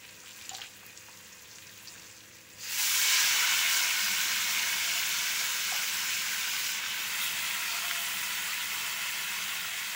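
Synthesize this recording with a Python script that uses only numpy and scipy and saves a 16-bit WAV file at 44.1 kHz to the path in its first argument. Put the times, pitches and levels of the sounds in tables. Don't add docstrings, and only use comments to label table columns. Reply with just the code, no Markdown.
import sys
import numpy as np
from scipy import signal
from scipy.fft import rfft, irfft, next_fast_len
from scipy.io import wavfile
from scipy.ndimage import uniform_filter1d, map_coordinates

SR = 44100
rng = np.random.default_rng(int(sys.argv[2]) if len(sys.argv) > 2 else 0)


def pcm_store(signal):
    levels = np.round(np.clip(np.atleast_2d(signal), -1, 1) * 32767)
    wavfile.write(sys.argv[1], SR, levels.astype(np.int16).T)


N = 438794

# frequency in Hz, relative density in dB per Hz.
BOIL_SPECTRUM = [(50, -58), (120, -25), (330, -19.5), (560, -20.5), (760, -16), (850, -13), (1250, -7),
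                 (1900, -1), (2600, 1), (3500, -2.5), (4500, -9), (7000, -38), (15500, -19)]
# frequency in Hz, relative density in dB per Hz.
FIZZ_SPECTRUM = [(100, -54), (1000, -21.5), (3000, -6.5), (4500, -3), (5500, 0), (7000, -1), (15500, -2.5)]
# base level in dB, flash above it in dB,
# flash peak in seconds after landing, rise in seconds, fall in seconds, drying in dB per second.
BOIL_COURSE = (-39.0, 7, 0.79, 1.1, 3.5, 0.3263)
FIZZ_COURSE = (-27.5, 3.5, 1.22, 0.5, 0.07, 1.21)
# centre in seconds,
# half length in seconds, change of the boil in dB, of the fizz in dB, further change of the fizz's top in dB.
SURGES = [(2.615, 0.03, -3.5, -0.5, 1), (2.67, 0.025, 2, -4.5, 1), (2.852, 0.302, -3.5, 0.5, 3),
          (3.17, 0.2, 2.5, 4, -3), (3.45, 0.18, 0.6, -1, -1), (3.65, 0.034, 2.5, -3.5, 1.5),
          (5.45, 0.22, -0.5, 0.5, 0), (6.675, 0.079, -1.5, 1.5, 1), (7.238, 0.04, 1, 0, 5.5),
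          (8.13, 0.26, -0.5, -1.3, 3), (9.302, 0.12, 1, -0.5, 1), (9.7, 0.11, -0.5, -1, -0.7)]
# deepest in seconds, onset in seconds,
# recovery in seconds, fizz loss in dB, further loss of the fizz's top in dB.
SHADE = (6.81, 0.079, 0.24, 3.5, 1.94)
TOP_SPLIT_HZ = 8500
LAND_S, SETTLE_S, SETTLE_POWER, BOIL_LAG_S = 2.54, 0.19, 1.5, 0.005
PRESS_S, PRESS_RISE_S, LOOSE_SHARE = 2.772, 0.025, 0.52
REFILL_S, REFILL_RISE_S, REFILL_DB = 6.83, 0.47, 2.0

# frequency in Hz, relative density in dB per Hz.
OIL_SPECTRUM = [(300, -34), (750, -7.5), (1200, -3.5), (1700, -3.5), (2200, -0.5), (2550, -1), (3500, 0),
                (4900, -1.5), (7000, 3), (15500, -1)]
# centre in seconds, half length in seconds, gain in dB.
SPELLS = [(0.436, 0.2, 2.5), (1.954, 0.15, 1.7), (2.378, 0.17, -2.5)]
# start in seconds, nominal snap level in dB, pitch in Hz,
# spray relative to the snap in dB before it is halved, ring from 0 (a dry click) to 1 (a pitched tick).
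LOUD_SPITS = [(0.0353, -43, 2530, -9, 0.31), (0.0523, -38, 2520, -15, 0.66), (0.09, -35, 3300, -13, 0.41),
              (0.2024, -36, 6000, -21, 0.49), (0.26, -39, 3000, -13.5, .3), (0.2813, -36, 3150, -11, .3),
              (0.2922, -37.5, 2800, -12.5, .3), (0.309, -37, 3790, -9, .5),
              (0.3316, -37, 6190, -10.5, 0.33), (0.362, -37, 6350, -14, .3), (0.413, -32, 3100, -15, 0.18),
              (0.423, -35, 4900, -13, 0.49), (0.447, -38, 2700, -10.5, .5), (0.4519, -36, 4900, -14, .9),
              (0.4932, -26.5, 3300, -12, 0.18), (0.4934, -23, 7030, -25, 0.82),
              (0.503, -35, 3330, -11, 0.73), (0.5328, -31, 5910, -14, .2), (0.5444, -26.5, 7200, -20, 0.22),
              (0.5492, -23.5, 4000, -14, .5), (0.5668, -28, 7660, -21, 0.56), (0.5832, -34, 1630, -18, .6),
              (0.584, -35, 3700, -12, .2), (0.6, -35, 1900, -11.5, 0.39), (0.6098, -32, 5200, -17, 0),
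              (0.6162, -27, 3120, -16, 0.76), (0.6186, -26, 3120, -14, 0.68),
              (0.6262, -33.5, 1710, -15, 0.58), (0.638, -32, 2330, -11, 0.38),
              (0.6604, -35, 2800, -13, 0.62), (0.865, -26, 13000, -23, 0), (0.9752, -28, 6040, -22, 0),
              (1.0086, -36, 6390, -18, 0.49), (1.1733, -37, 6000, -19, .2), (1.5848, -37, 2400, -14.5, 0),
              (1.779, -28.5, 15300, -25, 0), (1.8737, -31, 4800, -17, 0.42), (2.3855, -40, 5960, -16, .1),
              (3.1155, -19, 2000, -35.5, .1), (7.477, -25, 3985, -35, 0), (7.9118, -18.5, 1900, -34.5, 0)]
FRY_DB, SPIT_RATE, SPIT_DB, SPIT_HZ = -49.5, 7, -42.5, 4560
CALM_S = 2.1
# start in seconds, nominal level in dB, pitch in Hz, time to the peak in seconds, width in octaves.
GRAINY_HISSES = [(1.321, -49, 6000, 0.007, 0.25), (1.416, -53, 6300, 0.008, 0.2),
                 (1.55, -49, 6300, 0.0083, 0.25), (1.618, -51, 3600, 0.006, 0.2),
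                 (1.667, -48, 5900, 0.004, 0.3), (1.876, -44, 5000, 0.006, 0.19),
                 (0.535, -53, 6300, 0.03, 0.41), (2.581, -47.5, 4680, 0.071, 0.1),
                 (2.603, -44.5, 6640, 0.043, 0.16), (7.202, -39, 3550, 0.036, 0.12),
                 (7.661, -44, 4500, 0.064, 0.12), (8.456, -45, 4215, 0.026, 0.15)]

# time in seconds, handfuls.
BOWL_FILL = [(2.6, 0), (2.85, 1), (6.85, 1.1), (7.15, 2)]
# frequency in Hz, width in Hz, boost in dB.
BOWL_MODES = [
    [(1270, 240, -1.5), (1620, 110, 8), (1860, 160, 5), (2515, 223, 7.5), (2782, 80, 7), (3150, 320, 0.5),
     (4760, 200, 2.5)],
    [(1196, 93, -2.5), (1510, 127, 6), (1616, 88, 3.5), (1830, 400, -2), (2218, 161, 5), (2920, 250, 3),
     (3680, 170, 2.5), (4320, 160, 2)],
    [(1240, 73, -2.5), (1379, 53, 6), (1450, 90, 3.5), (1593, 110, -2), (2046, 280, 3.5), (2303, 110, -3.5),
     (2600, 260, 2.5), (3210, 200, 2), (4240, 200, -4), (4540, 370, 2)],
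]
# frequency in Hz, gain in dB.
HEAP_COLOUR = [(550, 0), (700, 1.3), (1100, -0.7), (3300, -0.54), (4200, 0), (5600, -2.5), (7200, 0),
               (9000, 3), (15500, 1.5)]
# frequency in Hz, width in Hz, ring over the sizzle in dB,
# rise per handful in dB, rise while the heap is pushed down in dB.
METAL_MODES = [(435, 10, -7, 1, 0), (690, 9, 4, 2.5, 9), (858, 55, -5.5, 1.5, 8), (973, 42, 1.5, 2.5, 1.5),
               (1062, 96, -1.5, 1.5, 1)]
# centre in seconds, half length in seconds.
PUSH = (7.87, 0.25)
# start in seconds, nominal level in dB, pitch in Hz,
# roughness from 0 (a clean ring) to over 1 (a thud).
KNOCKS = [(0.232, -51.5, 1080, 2.4), (0.512, -38, 750, 0.254), (0.532, -37.5, 782, 0.17),
          (0.544, -44, 770, 0.3), (0.588, -41.5, 804, 0.34), (0.826, -51, 1100, 3), (1.08, -48, 1150, 2.5),
          (5.405, -40, 800, 0.58), (5.719, -30.5, 753, .2), (5.745, -40.5, 826, 0.88)]
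DRONE_S, DRONE_RISE_S, DRONE_DB, DRONE_OVER_DB, DRONE_FALL_S = 3.9, 0.223, -64.5, 8, 0.25

# frequency in Hz, time to fall 60 dB in seconds.
KITCHEN_T60 = [(200, 0.8), (700, 0.39), (2000, 0.095), (12000, 0.13)]
# frequency in Hz, relative density in dB per Hz.
BURNER_SPECTRUM = [(25, -12), (45, -17.5), (80, -0.5), (110, -1), (150, -4), (185, 1), (235, -6),
                   (270, -3.5), (300, -8), (480, -7), (620, -10), (780, -18), (2000, -4.5), (15000, -57)]
# frequency in Hz, mean rms level in dB, change in dB from the second handful on.
HUM_TONES = [(106.7, -69.5, 0.5), (205.4, -73.5, -4), (324.5, -73.5, -2.5), (432, -77, 3), (489, -73.5, -7),
             (522, -71.5, -12)]
# frequency in Hz, gain in dB.
MICROPHONE = [(7300, 0), (8000, -4.5), (9000, -9.5), (11000, -8), (13900, -9.5), (14400, -3.5),
              (15000, -1.5), (15700, 2.5)]
TOP_HZ = 15760


def greens(throb_db=0.1, plip_db=-7):
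    boil_db, fizz_db, top_db = sum(np.outer(gains, swell(s, half_s)) for s, half_s, *gains in SURGES)
    *passage, fizz_loss_db, top_loss_db = SHADE
    shade = flash(*passage)

    boil_db = boil_db + sizzle_level(*BOIL_COURSE)
    boil_db += REFILL_DB * ramp(REFILL_S, REFILL_RISE_S) + throb_db * wobble(12)
    coarse = bubbles(BOIL_SPECTRUM, rate=1400, spread_db=2.0, clump_db=0.9, hiss=0.54)
    boil = amp(boil_db) * unit(coarse + amp(plip_db) * plips())

    fizz_db = fizz_db + sizzle_level(*FIZZ_COURSE) - fizz_loss_db * shade
    fizz = amp(fizz_db) * bubbles(FIZZ_SPECTRUM, rate=2000, spread_db=1.5, clump_db=1.35, hiss=1.0)
    top = signal.sosfiltfilt(signal.butter(2, TOP_SPLIT_HZ, "high", fs=SR, output="sos"), fizz)
    shaded_fizz = fizz - top + amp(top_db - top_loss_db * shade) * top
    return contact(BOIL_LAG_S) * boil + contact(0) * shaded_fizz


def contact(lag_s):
    pressed = LOOSE_SHARE + (1 - LOOSE_SHARE) * ramp(PRESS_S, PRESS_RISE_S)
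    return ramp(LAND_S + lag_s, SETTLE_S) ** SETTLE_POWER * pressed


def sizzle_level(level_db, flash_db, peak_s, rise_s, fall_s, drying_db_per_s):
    age = np.arange(N) / SR - LAND_S
    return level_db + flash_db * flash(LAND_S + peak_s, rise_s, fall_s) - drying_db_per_s * age


def bubbles(spectrum, rate, spread_db, clump_db, hiss, count=7):
    edges = np.r_[100, np.geomspace(1200, TOP_HZ, count)]
    snaps = np.zeros(N)
    for lo, hi in zip(edges, edges[1:]):
        when, sign, chance = rng.random((int(rate * N / SR), 3)).T
        sizes = amp(spread_db * np.minimum(-np.log(1 - chance), 4)) * np.sign(sign - .5)
        bursts = np.bincount((when * N).astype(int), sizes, N)
        bursts = unit(bursts) * amp(clump_db * wobble(35))
        snaps += signal.sosfilt(signal.butter(2, (lo, hi), "band", fs=SR, output="sos"), bursts)
    mixed = snaps + hiss * rng.standard_normal(N)
    return unit(coloured(mixed, lambda hz: along(spectrum, hz), size=8192))


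def plips(rate=500, pitch_hz=2350, spread_octaves=0.393, cycles=45, spread_db=0.5, size=1024):
    when, chance, quantile = rng.random((int(rate * N / SR), 3)).T
    octaves = spread_octaves * np.arctanh(1.98 * (quantile - .5))
    hz = np.clip(pitch_hz * 2 ** octaves, 1000, 7000)[:, None]
    turns = hz * np.arange(size) / SR
    sizes = amp(spread_db * np.minimum(-np.log(1 - chance), 3))[:, None]
    envelope = amp(-60 * turns / cycles) * (1 - np.exp(-turns / 2))
    rings = sizes * np.sin(2 * np.pi * turns) * envelope
    at = (when * N).astype(int)[:, None] + np.arange(size)
    return unit(np.bincount(at.ravel(), rings.ravel(), N)[:N])


def garlic(waver_db=-0.25):
    fry_db = FRY_DB + spells() + waver_db * wobble(7.4)
    return amp(fry_db) * bubbles(OIL_SPECTRUM, rate=700, spread_db=3.0, clump_db=3.0, hiss=1.0)


def spells():
    return sum(db * swell(s, half_s) for s, half_s, db in SPELLS)


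def spits(snap_t60=0.008, ring_t60=0.012, spray_t60=0.19, width=0.41, crack_t60=0.0024, crack_width=1.2,
          crack_share=0.436, droplets_per_s=1400, spray_width=0.4):
    out, t = np.zeros(N), np.arange(SR // 8) / SR
    for s, db, pitch_hz, spray_db, ring in [*LOUD_SPITS, *small_spits()]:
        crack, snap, sizes = rng.standard_normal((3, len(t)))
        spray = sizes * (rng.random(len(t)) < droplets_per_s / SR)
        crack = around(crack * amp(-60 * t / crack_t60), pitch_hz, crack_width)
        snap = around(snap * amp(-60 * t / snap_t60), pitch_hz, width)
        cavity = np.sin(2 * np.pi * pitch_hz * t) * amp(-60 * t / ring_t60)
        share = np.clip(ring, 0, 1)
        burst = crack_share * crack / np.abs(crack).max()
        burst += (1 - share) * snap / np.abs(snap).max() + share * cavity
        droplets = unit(around(spray, pitch_hz, spray_width)) * amp(spray_db - 60 * t / spray_t60) / 2
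        add(out, s, amp(db) * (burst / np.abs(burst).max() + droplets))
    return out


def small_spits(spread_db=3.0, spread_octaves=0.84, spray_db=-13, crowding=2.7, ring=0.42):
    lively_db = spells()[:int(CALM_S * SR)]
    expected = np.cumsum(SPIT_RATE * amp(crowding * lively_db)) / SR
    when, size, pitch = rng.random((int(expected[-1]), 3)).T
    starts = np.searchsorted(expected, when * expected[-1])
    levels_db = SPIT_DB + lively_db[starts] + spread_db * (2 * size - 1)
    pitches_hz = SPIT_HZ * 2 ** (spread_octaves * (2 * pitch - 1))
    return [(i / SR, db, hz, spray_db, ring) for i, db, hz in zip(starts, levels_db, pitches_hz)]


def grainy_hisses():
    out, t = np.zeros(N), np.arange(SR // 2) / SR
    for s, db, pitch_hz, peak_s, width in GRAINY_HISSES:
        hiss, sizes = rng.standard_normal((2, len(t)))
        grains = unit(around(hiss * sizes, pitch_hz, width))
        add(out, s, amp(db) * grains * t / peak_s * np.exp(1 - t / peak_s))
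    return out


def patchy(x, depth_db=0.93, size=(3, 10)):
    z = signal.stft(x, nperseg=512)[2]
    field = rng.standard_normal(z.shape)
    for axis, span in enumerate(size):
        field = uniform_filter1d(field, int(span), axis)
    return signal.istft(z * amp(depth_db * unit(field)), nperseg=512)[1][:N]


def bowl(x, shift=0.0081, shift_rate=1.5):
    fill, = curves(BOWL_FILL)
    air = np.zeros(N)
    sharp = (1 + np.tanh(2 * wobble(shift_rate))) / 2
    for handfuls, modes in enumerate(BOWL_MODES):
        present = np.clip(1 - np.abs(fill - handfuls), 0, 1)
        for stretch, share in ((1 + shift, sharp), (1 - shift, 1 - sharp)):
            hollow = lambda hz: bumps(modes, hz / stretch) + (handfuls > 1) * along(HEAP_COLOUR, hz)
            air += share * present * coloured(x, hollow)
    return air


def wok(x, wander_db=1.0, flicker_db=2.0):
    fill, = curves(BOWL_FILL)
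    out, push = x, swell(*PUSH)
    for hz, width, db, fill_db, push_db in METAL_MODES:
        ring = signal.lfilter(*signal.iirpeak(hz, hz / width, SR), x)
        ring_db = db + fill_db * fill + push_db * push + wander_db * wobble(5.1) + flicker_db * wobble(28)
        out = out + ring * amp(ring_db)
    return out


def knocks(t60=0.047, attack=0.005, width=0.49):
    out, t = np.zeros(N), np.arange(SR // 4) / SR
    for s, db, pitch_hz, rough in KNOCKS:
        puff = unit(around(rng.standard_normal(len(t)), pitch_hz, width))
        ring = (np.sin(2 * np.pi * pitch_hz * t) + rough * puff) / np.hypot(1, rough)
        add(out, s, ring * amp(db + 6 - 60 * t / t60) * (1 - np.exp(-(t / attack) ** 2)))
    return out


def drone(pitch_hz=194, width=0.13):
    level_db = DRONE_DB + DRONE_OVER_DB * flash(DRONE_S + DRONE_RISE_S, DRONE_RISE_S, DRONE_FALL_S)
    tone = unit(around(rng.standard_normal(N), pitch_hz, width))
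    return ramp(DRONE_S, DRONE_RISE_S) * amp(level_db) * tone


def kitchen(x, count=24):
    out, hop = np.zeros(N), N // count
    fade = signal.windows.cosine(2 * hop)
    padded = np.pad(x, (0, 2 * hop))
    hz, t, z = signal.stft(rng.standard_normal((count + 1, SR // 4)), SR, nperseg=256)
    decay = amp(-60 * t / along(KITCHEN_T60, hz)[:, None])
    tails = signal.istft(z * decay, SR, nperseg=256)[1]
    for start, tail in zip(range(0, N, hop), tails):
        stretch = padded[start:start + 2 * hop] * fade
        add(out, start / SR + .002, signal.fftconvolve(stretch, tail / np.linalg.norm(tail)))
    return out


def background(burner_db=-60.0, drift=0.91, flutter_db=1.5, waver_db=1.0):
    t, later = np.arange(N) / SR, ramp(REFILL_S, REFILL_RISE_S)
    flame = unit(coloured(rng.standard_normal(N), lambda hz: along(BURNER_SPECTRUM, hz), size=8192))
    hum = np.zeros(N)
    for hz, db, change_db in HUM_TONES:
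        level = amp(db + change_db * later + waver_db * wobble(5.5))
        hum += level * np.sqrt(2) * np.sin(2 * np.pi * hz * t + drift * wobble(12))
    return amp(burner_db + flutter_db * wobble(9)) * flame + hum


def amp(db):
    return 10 ** (np.asarray(db) / 20)


def unit(x):
    return x / np.sqrt(np.mean(x ** 2) + 1e-20)


def along(points, hz):
    f, v = np.transpose(points)
    return np.interp(np.log(hz + 1), np.log(f), v)


def curves(rows):
    s, *cols = np.transpose(rows)
    return [np.interp(np.arange(N) / SR, s, c) for c in cols]


def wobble(rate, order=8):
    knots = rng.standard_normal(int(N * rate / SR) + 4)
    fine = map_coordinates(knots, [np.arange(len(knots) * order) / order], mode="nearest")
    return np.interp(np.arange(N) * (order * rate / SR), np.arange(len(fine)), fine)


def ramp(start_s, length_s):
    return np.clip((np.arange(N) / SR - start_s) / length_s, 0, 1)


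def swell(s, half_s):
    return np.exp(-((np.arange(N) / SR - s) / half_s) ** 2)


def flash(peak_s, rise_s, fall_s):
    past = np.arange(N) / SR - peak_s
    return np.where(past < 0, swell(peak_s, rise_s), np.exp(-np.abs(past) / fall_s))


def coloured(x, db_of, size=2048):
    cepstrum = irfft(np.log(amp(db_of(np.fft.rfftfreq(size, 1 / SR))) + 1e-6))
    cepstrum[1:size // 2] *= 2
    cepstrum[size // 2 + 1:] = 0
    return signal.oaconvolve(x, irfft(np.exp(rfft(cepstrum))))[:len(x)]


def around(x, pitch_hz, width):
    return coloured(x, lambda hz: -10 * np.log10(1 + (np.log2((hz + 1) / pitch_hz) / width) ** 4))


def bumps(modes, hz):
    return sum(db / (1 + (2 * (hz - centre) / width) ** 2) for centre, width, db in modes)


def add(track, s, sound):
    part = track[round(s * SR):][:len(sound)]
    part += sound[:len(part)]


def scene(room_db=-11, stove_db=0.1):
    frying = bowl(patchy(garlic() + greens()))
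    stove = amp(stove_db) * (wok(frying + knocks()) + spits() + grainy_hisses())
    mono = stove + amp(room_db) * kitchen(stove) + drone() + background()
    return np.array([mono, mono])


def record(dry):
    heard = np.array([coloured(channel, lambda hz: along(MICROPHONE, hz)) for channel in dry])
    size = next_fast_len(N + SR // 2)
    passed = np.fft.rfftfreq(size, 1 / SR) < TOP_HZ
    return irfft(rfft(heard, size) * passed, size)[:, :N]


dry = scene()
out = record(dry)
pcm_store(out)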